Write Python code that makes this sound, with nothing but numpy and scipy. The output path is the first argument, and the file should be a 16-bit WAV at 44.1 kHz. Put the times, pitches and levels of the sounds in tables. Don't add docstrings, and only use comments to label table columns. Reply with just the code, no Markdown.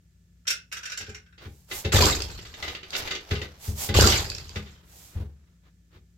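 import sys
import numpy as np
from scipy import signal
from scipy.fft import rfft, irfft
from scipy.io import wavfile
from scipy.ndimage import uniform_filter1d

SR = 44100
rng = np.random.default_rng(int(sys.argv[2]) if len(sys.argv) > 2 else 0)


def transcribe(u):
    v = np.clip(np.atleast_2d(u).T, -1, 1)
    q = np.round(v * 32767).astype(np.int16)
    wavfile.write(sys.argv[1], SR, q)


N = 272097
TIME = np.arange(N) / SR
TAPS = 8192
FREQS = np.maximum(np.arange(TAPS // 2 + 1) * SR / TAPS, 1)


# [t/s, thud level/dB, contact time/ms, shaft clack level/dB]
FRAME_KNOCKS = [(1.001, -42.5, 0.77, -33.5), (1.079, -35, 0.96, -47), (1.455, -32.5, 1, -40),
                (1.712, -45.5, 0.14, -23), (3.309, -17.5, 1.18, -20), (3.414, -35, 0.46, -25),
                (3.676, -13.5, 3.6, -56), (4.557, -25.5, 1.1, -24), (5.151, -13.5, 4.7, -54),
                (5.195, -22, 3.4, -55), (5.95, -44, 1.4, -54.5)]
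SLACK_SHARE, SLACK_THUD_DB, SLACK_CONTACT_MS, SLACK_CLACK_DB = 0.485, -3, 0.69, -4.5


def frame_knocks():
    slack = [(s - SLACK_SHARE * swing, db + SLACK_THUD_DB, SLACK_CONTACT_MS, db + SLACK_CLACK_DB)
             for s, db, _, swing, _ in BEATS]
    return list(FRAME_KNOCKS) + slack


# [t/s, level/dB, crash length scale/s, swing before it/s, swish level/dB]
BEATS = [(1.92, -17, 0.24, 0.15, -45), (3.941, -17, 0.28, 0.11, -40)]
# [delay/s, level over the beat/dB, contact time/ms]
BEAT_LANDING = [(.016, 13, 3.1), (.093, -1.5, 0.44), (.123, -4, .4)]


def blows():
    landings = [(s + delay, db + over_db, contact_ms)
                for s, db, *_ in BEATS for delay, over_db, contact_ms in BEAT_LANDING]
    return [(s, db, contact_ms) for s, db, contact_ms, _ in frame_knocks()] + landings


# [f/Hz, level/dB, t60/s]
FRAME_MODES = [(39.2, -15.5, 0.23), (72.86, -7, 0.52), (94.3, 0.5, 0.21), (134.9, -12, 0.39),
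               (177, -15, 0.1), (214, -10.5, 0.18), (301, -12, 0.19), (365.5, -4.5, 0.13),
               (422.4, -8, 0.23), (513, -6, 0.18), (585, -3.5, 0.024), (797, -11, 0.32)]
# [f/Hz, level/dB]
TIMBER_COLOUR = [(60, -11), (130, -2.5), (270, 1), (400, 11), (560, 2.5), (680, -3), (850, -3), (1300, -12),
                 (2500, -26)]
MODE_SHIFT, MODE_SPREAD_DB, VARYING_ABOVE_HZ = 0.03, 4, 150
SWELL_S, SWELL_S_PER_CONTACT_MS = 0.0026, 0.0012


def frame():
    out, strain = np.zeros((2, 2 * N)), np.zeros(2 * N)
    t = TIME[:SR]
    hz, mode_db, t60 = np.transpose(FRAME_MODES)
    signs = (-1) ** np.arange(len(hz))
    varies = hz > VARYING_ABOVE_HZ
    for s, db, contact_ms in blows():
        detuned = hz * (1 + MODE_SHIFT * varies * rng.standard_normal(len(hz)))
        rings = np.sin(2 * np.pi * detuned[:, None] * t) * from_db(-60 * t / t60[:, None])
        softness = 1 / (1 + (np.pi * hz * contact_ms / 1000) ** 2)
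        uneven_db = MODE_SPREAD_DB * varies * rng.standard_normal(len(hz))
        strengths = signs * softness * from_db(db + mode_db + uneven_db)
        swell = 1 - np.exp(-t / (SWELL_S + SWELL_S_PER_CONTACT_MS * contact_ms))
        start = int(s * SR)
        span = slice(start, start + SR)
        out[:, span] += strengths @ rings * swell
        strain[span] += from_db(db) * softness.mean() * swell * np.exp(-t / 0.048)
    crunch = from_db(-14) * body(noise() * strain[:N], TIMBER_COLOUR)
    return room(out[:, :N], wet_db=-3, delay=0.007) + crunch


# [f/Hz, level/dB]
RATTLE_COLOUR = [(200, -8.5), (700, 2), (1200, 3), (2200, 0), (3500, 2.5), (4700, 3.5), (6300, -1),
                 (7400, 2.5), (8700, -12.5), (10200, -14.5), (13000, -5), (16000, -26)]
SWAY_COLOUR = [(15, -15.5), (35, -3), (60, 2.5), (85, 4), (130, -6), (250, -22.5), (1000, -59)]


def shaking():
    heddles = (agitation(rise=0.011, hold=0.89, tail_db=-12.5, tail_decay=0.28)
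               * clatter(spread_db=3, decay=0.012, count=110))
    joints = (agitation(rise=0.036, hold=0.43, tail_db=3, tail_decay=0.13)
              * grains(per_s=99, spread_db=1.5, decay=0.0043))
    sway = agitation(rise=0.017, hold=0.5, tail_db=-3, tail_decay=0.22) * noise()
    rattle = room(from_db(-6) * body(heddles, RATTLE_COLOUR), wet_db=-11.5, delay=0.0023)
    return rattle + from_db(-7.5) * body(joints, TIMBER_COLOUR) + from_db(-2) * body(sway, SWAY_COLOUR)


def agitation(rise, hold, tail_db, tail_decay):
    out = 0
    for s, db, length, *_ in BEATS:
        t = np.clip(TIME - s, 0, 3)
        crash = np.exp(-(t / (hold * length)) ** 4)
        tremor = from_db(tail_db) * np.exp(-t / tail_decay)
        out = out + from_db(db) * (1 - np.exp(-t / rise)) * (crash + tremor)
    return out


def clatter(spread_db, decay, count):
    hits = []
    for start, *_ in BEATS:
        times = start + np.linspace(-0.02, 0.8, count) + rng.uniform(-0.008, 0.008, count)
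        pitches = rng.permutation(np.geomspace(700, 8000, count))
        hits += [(s, spread_db * rng.standard_normal(), 0, decay, hz) for s, hz in zip(times, pitches)]
    knocks = contacts(hits, treble_db=0.5, bite=0.3, own_db=3, ring_db=13.5, ring_octaves=0.14)
    power = np.abs(uniform_filter1d(np.mean(knocks ** 2, axis=0), size=1100))
    return knocks / np.sqrt(power + 1e-4)


# [t/s, level/dB]
REED_TICKS = [(2.022, -8), (2.0555, -8), (2.2202, -15.5), (2.3143, -30), (2.9053, -23.5), (2.965, -17),
              (4.0094, -6.5), (4.0727, -7.5), (4.3, -18), (4.349, -22.5), (4.3825, -23), (4.493, -24.5)]
# [middle t/s, level/dB, half length/s]
WARP_SLIDES = [(1.57, -72, .12), (2.985, -45.5, 0.022), (3.675, -50, 0.059), (5.02, -60.5, 0.13)]
# [f/Hz, level/dB]
REED_COLOUR = [(200, -10), (1000, -12), (3000, -3.5), (4800, 7.5), (7300, -3.5), (9500, -18.5),
               (13000, -17), (16000, -32)]
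# [f/Hz, width/Hz, lift/dB]
REED_MODES = [(1550, 150, 7), (2600, 84, 11), (4470, 300, 2.3), (4870, 200, 1.7), (7560, 300, 3.5)]
# [f/Hz, level/dB]
WARP_COLOUR = [(100, 10), (400, -0.5), (800, 6), (1300, -3), (2500, 1), (5000, 4), (7300, 6.5),
               (9700, -0.5), (13000, 4), (16000, -4)]
SHARP_TICK_S, SWISH_S = 0.0027, 0.053


def reed():
    sharp = touches([(s, db, SHARP_TICK_S) for s, db in REED_TICKS],
                    treble_db=-2, treble_follows=0.62, modes=REED_MODES[2:4])
    bounces = touches(reed_bounces(spread_db=3, unevenness=0.05, count=15),
                      treble_db=-23, treble_follows=0.43, modes=REED_MODES[2:4])
    ticks = contacts(sharp + bounces, treble_db=12.5, bite=0.08, own_db=3, ring_db=0, ring_octaves=0.12)
    ticks = from_db(-6.5) * body(ticks, REED_COLOUR, REED_MODES)
    swings = [(s - swing, db, SWISH_S) for s, _, _, swing, db in BEATS]
    rubbed = grains(per_s=14000, spread_db=4, decay=0.0017) * strokes(list(WARP_SLIDES) + swings)
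    swish = from_db(9.5) * body(rubbed, WARP_COLOUR)
    return swish + room(ticks, wet_db=-6, delay=0.008)


BOUNCE_GAP_S, BOUNCE_PEAK_S, TICK_S = 0.037, 0.13, 0.0016
BOUNCE_DB, BOUNCE_SLOPE_DB_PER_S = 11.5, 56.5


def reed_bounces(spread_db, unevenness, count):
    rows = []
    for s, db, *_ in BEATS:
        ages = BOUNCE_GAP_S * np.arange(count) * (1 + unevenness * rng.standard_normal(count))
        levels = db + BOUNCE_DB - BOUNCE_SLOPE_DB_PER_S * np.abs(ages - BOUNCE_PEAK_S)
        levels = levels + spread_db * rng.standard_normal(count)
        rows += [(s + age, level, TICK_S) for age, level in zip(ages, levels)]
    return rows


# [t/s, level/dB]
BOBBIN_KNOCKS = [(0.452, -40), (0.4691, -15), (0.4759, -8.5), (0.5022, -8), (0.715, -23), (0.7234, -13.5),
                 (0.7672, -16.5), (0.8303, -20), (0.854, -16), (0.8978, -19.5), (0.918, -17),
                 (0.9733, -14.5), (1.0081, -19), (1.0642, -26.5), (1.0918, -24), (1.1454, -21.5),
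                 (1.261, -40), (1.324, -39.5)]
# [f/Hz, level/dB]
SHUTTLE_COLOUR = [(100, -36), (450, -9.5), (950, -18.5), (1400, -7.5), (2700, -0.5), (4300, 1.5), (5700, 5),
                  (7500, 1), (10000, -8), (13000, -4.5), (16000, -29)]
# [f/Hz, width/Hz, lift/dB]
SHUTTLE_MODES = [(1287, 45, 2.1), (1517, 91, 18.2), (2106, 26, 10), (2680, 390, 9.4), (2830, 42, 1.6),
                 (3760, 130, 4.6), (5030, 52, 2.8), (5920, 180, 7.5), (5500, 79, 12), (7140, 200, 9)]
BOBBIN_CHATTER_S = 0.0092


def shuttle():
    hits = touches([(s, db, BOBBIN_CHATTER_S) for s, db in BOBBIN_KNOCKS],
                   treble_db=-5, treble_follows=0.83, modes=SHUTTLE_MODES)
    knocks = contacts(hits, treble_db=3, bite=0.19, own_db=2.5, ring_db=4, ring_octaves=0.26)
    return from_db(-10) * room(body(knocks, SHUTTLE_COLOUR, SHUTTLE_MODES), wet_db=-0.5, delay=0.0013)


# [t/s, level/dB, chatter decay/s]
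SHAFT_CLACKS = [(1.3775, -41.5, 0.018), (2.3876, -33, 0.0069), (2.4486, -36, 0.016),
                (2.5394, -29.5, 0.0054), (2.6313, -31.5, 0.016), (2.6776, -24, 0.012),
                (2.829, -32.5, 0.0098), (2.9292, -24, 0.017), (3.0548, -33, 0.025), (3.1081, -18.5, 0.012),
                (3.1488, -21.5, 0.009), (3.351, -26.5, 0.014), (4.1196, -14, 0.011), (4.6588, -42.5, 0.022)]
# [f/Hz, level/dB]
SHAFT_COLOUR = [(100, -8), (400, 5), (900, -8.5), (2000, 2), (3200, -1), (4600, -3.5), (7000, -7.5),
                (9500, -31), (13000, -28), (16000, -25)]
# [f/Hz, width/Hz, lift/dB]
SHAFT_MODES = [(1227, 30, 11.2), (1491, 53, 9.4), (2078, 150, 5.7), (2906, 650, 6), (3760, 340, 7.8),
               (4580, 140, 9.5)]
KNOCK_CHATTER_S, BEAT_JOLT_DB = 0.01, 0.5


def shafts():
    shocks = [(s, db) for s, _, _, db in frame_knocks()] + [(s, db + BEAT_JOLT_DB) for s, db, *_ in BEATS]
    jolts = touches([(s, db, KNOCK_CHATTER_S) for s, db in shocks],
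                    treble_db=-10.5, treble_follows=0.25, modes=SHAFT_MODES[2:4])
    clacks = touches(list(SHAFT_CLACKS) + loose_clacks(spread_db=3, count=3),
                     treble_db=-7.5, treble_follows=0.2, modes=SHAFT_MODES[3:5])
    knocks = contacts(jolts + clacks, treble_db=8.5, bite=0.22, own_db=1.5, ring_db=1.5, ring_octaves=0.23)
    return from_db(-3) * room(body(knocks, SHAFT_COLOUR, SHAFT_MODES), wet_db=-2.5, delay=0.0017)


# [middle t/s, level/dB, half length/s]
TREADLE_PUSHES = [(2.666, -42.5, 0.09), (3.023, -41, 0.1), (3.256, -53, 0.41)]
LOOSE_CLACK_DB, LOOSE_CHATTER_S = 14, 0.008


def loose_clacks(spread_db, count):
    rows = []
    for s, db, half in TREADLE_PUSHES:
        for k in range(count):
            moment = s + half * (2 * (k + rng.random()) / count - 1)
            level = db + LOOSE_CLACK_DB + spread_db * rng.standard_normal()
            rows.append((moment, level, LOOSE_CHATTER_S))
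    return rows


# [f/Hz, level/dB]
THREAD_COLOUR = [(40, 9), (75, 16.5), (200, -7.5), (400, 7), (1000, 1), (2000, -2), (3500, -2.5),
                 (6000, -5.5), (9500, -21.5), (13000, -15.5), (16000, -25.5)]
SCUFF_DB, SCUFF_S, SCUFF_LAG_S = -24, 0.03, 0.015


def rubbing():
    scuffs = [(s + SCUFF_LAG_S, db + SCUFF_DB, SCUFF_S) for s, _, _, db in frame_knocks()]
    rubs = strokes(list(TREADLE_PUSHES) + scuffs) * grains(per_s=700, spread_db=3.5, decay=0.0044)
    return from_db(3) * body(rubs, THREAD_COLOUR)


# [middle t/s, level/dB, half length/s]
HAND_RUBS = [(1.44, -42.5, 0.033), (4.7, -57.5, 0.57), (5.19, -50, 0.057), (5.5, -72, 0.077),
             (5.67, -59.5, 0.033), (5.955, -53.5, 0.037)]
# [f/Hz, level/dB]
HAND_COLOUR = [(40, 0.5), (75, 13), (140, 14.5), (200, 2.5), (290, 11.5), (450, 5.5), (800, -2.5),
               (1400, 2), (2300, -3.5), (3800, -5), (6500, -17), (9500, -27.5), (16000, -21.5)]


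def hands():
    scrape = strokes(HAND_RUBS) * grains(per_s=2100, spread_db=6, decay=0.0089)
    return from_db(-1.5) * body(scrape, HAND_COLOUR)


# [f/Hz, level/dB]
AIR_COLOUR = [(15, -55.5), (25, -37.5), (48, -11), (70, -2.5), (123, -9.5), (175, -9.5), (206, -16.5),
              (988, -45), (1400, -37.5), (4370, -40.5), (7310, -38), (10000, -49.5), (13000, -45.5),
              (16000, -52.5)]
# [f/Hz, rms level/dB]
HUM_TONES = [(59.5, -62), (91.5, -68.5), (173, -66.5), (1733, -90)]


def background():
    hum = sum(np.sqrt(2) * from_db(db) * np.sin(2 * np.pi * (hz * TIME + rng.random()))
              for hz, db in HUM_TONES)
    return from_db(-60) * body(noise(), AIR_COLOUR) + hum


# [f/Hz, t60/s]
ROOM_DECAY = [(100, 0.45), (500, 0.26), (1500, 0.24), (4000, 0.22), (12000, 0.13)]


def room(x, wet_db, delay):
    t, tail = TIME[:SR // 2], 0
    edges = np.geomspace(140, 19000, 9)
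    for low, high in zip(edges, edges[1:]):
        bandpass = signal.butter(2, [low, high], "band", fs=SR, output="sos")
        band = signal.sosfilt(bandpass, rng.standard_normal((2, len(t))))
        tail = tail + band * from_db(-60 * t / at_hz(ROOM_DECAY, np.sqrt(low * high)))
    tail = tail * (1 - np.exp(-(t / delay) ** 2))
    return x + from_db(wet_db) * convolve(x, tail / np.linalg.norm(tail[0]))


def touches(rows, treble_db, treble_follows, modes):
    hardest = max(db for _, db, _ in rows)
    rings = rng.choice([hz for hz, *_ in modes], len(rows))
    return [(s, db, treble_db + treble_follows * (db - hardest), decay, hz)
            for (s, db, decay), hz in zip(rows, rings)]


def contacts(hits, treble_db, bite, own_db, ring_db, ring_octaves):
    out, t = np.zeros((2, 2 * N)), TIME[:SR // 8]
    treble = np.clip(np.log2(FREQS / 2500) / 2, -0.3, 1.1)
    spots = np.arange(0, SR / 2, 220)
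    for s, db, bright_db, decay, ring_hz in hits:
        age = t / max(decay, 1e-4)
        burst = rng.standard_normal((2, len(t))) * np.exp(-age) * (1 - np.exp(-age / bite))
        ring = ring_db / (1 + (np.log2(FREQS / ring_hz) / ring_octaves) ** 2)
        ripple = own_db * np.interp(FREQS, spots, rng.standard_normal(len(spots)))
        response = causal((bright_db + treble_db) * treble + ring + ripple)[:TAPS // 8]
        knock = signal.fftconvolve(burst, [response], axes=1)[:, :len(t)]
        start = int(s * SR)
        out[:, start:start + len(t)] += from_db(db) * knock
    return out[:, :N]


def strokes(rows, steepness=2.4):
    return sum(from_db(db) * np.exp(-np.minimum(np.abs((TIME - s) / half), 4) ** steepness)
               for s, db, half in rows)


def grains(per_s, spread_db, decay):
    sizes = from_db(spread_db * np.minimum(rng.exponential(1, N), 3)) ** 2
    impulses = sizes * (rng.random(N) < per_s / SR) + 1e-6
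    power = signal.lfilter([1], [1, -np.exp(-2 / (decay * SR))], impulses)
    return noise() * np.sqrt(power / uniform_filter1d(power, size=2200))


def noise():
    return rng.standard_normal((2, N))


def body(x, colour, modes=()):
    lift = 1 + sum((from_db(db) ** 2 - 1) / (1 + (2 * (FREQS - hz) / width) ** 2)
                   for hz, width, db in modes)
    response = causal(at_hz(colour, FREQS) + 10 * np.log10(np.maximum(lift, 0.1)))
    return convolve(x, response / np.linalg.norm(response))


def causal(curve_db):
    cepstrum = irfft(np.log(from_db(curve_db)))
    cepstrum[1:TAPS // 2] *= 2
    cepstrum[TAPS // 2 + 1:] = 0
    return irfft(np.exp(rfft(cepstrum)))


def convolve(x, response):
    return signal.oaconvolve(x, np.atleast_2d(response), axes=1)[:, :N]


def at_hz(points, hz):
    f, value = np.transpose(points)
    return np.interp(np.log(hz), np.log(f), value)


def from_db(db):
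    return 10 ** (np.asarray(db) / 20)


# [f/Hz, level/dB]
SIDE_GAIN = [(60, -19.5), (180, -13.5), (350, -12.5), (700, -2.5), (1300, 0), (3000, -1), (15000, 1)]
# [f/Hz, level/dB]
LEFT_LEAN = [(100, 1.7), (1400, -0.4), (2800, 0.5), (5500, -4), (9500, -2), (13500, -7)]


def scene():
    loom = shuttle() + shafts() + reed() + frame() + shaking()
    left, right = loom + rubbing() + hands() + background()
    side = convolve([(left - right) / 2], causal(at_hz(SIDE_GAIN, FREQS)))
    pair = (left + right) / 2 + side * [[1], [-1]]
    lean_db = at_hz(LEFT_LEAN, FREQS) / 2
    return convolve(pair, [causal(lean_db), causal(-lean_db)])


CUTOFF_HZ = 16200


def record(dry):
    lowpass = signal.ellip(10, 0.1, 80, CUTOFF_HZ, fs=SR, output="sos")
    return signal.sosfilt(lowpass, dry)


dry = scene()
out = record(dry)
transcribe(out)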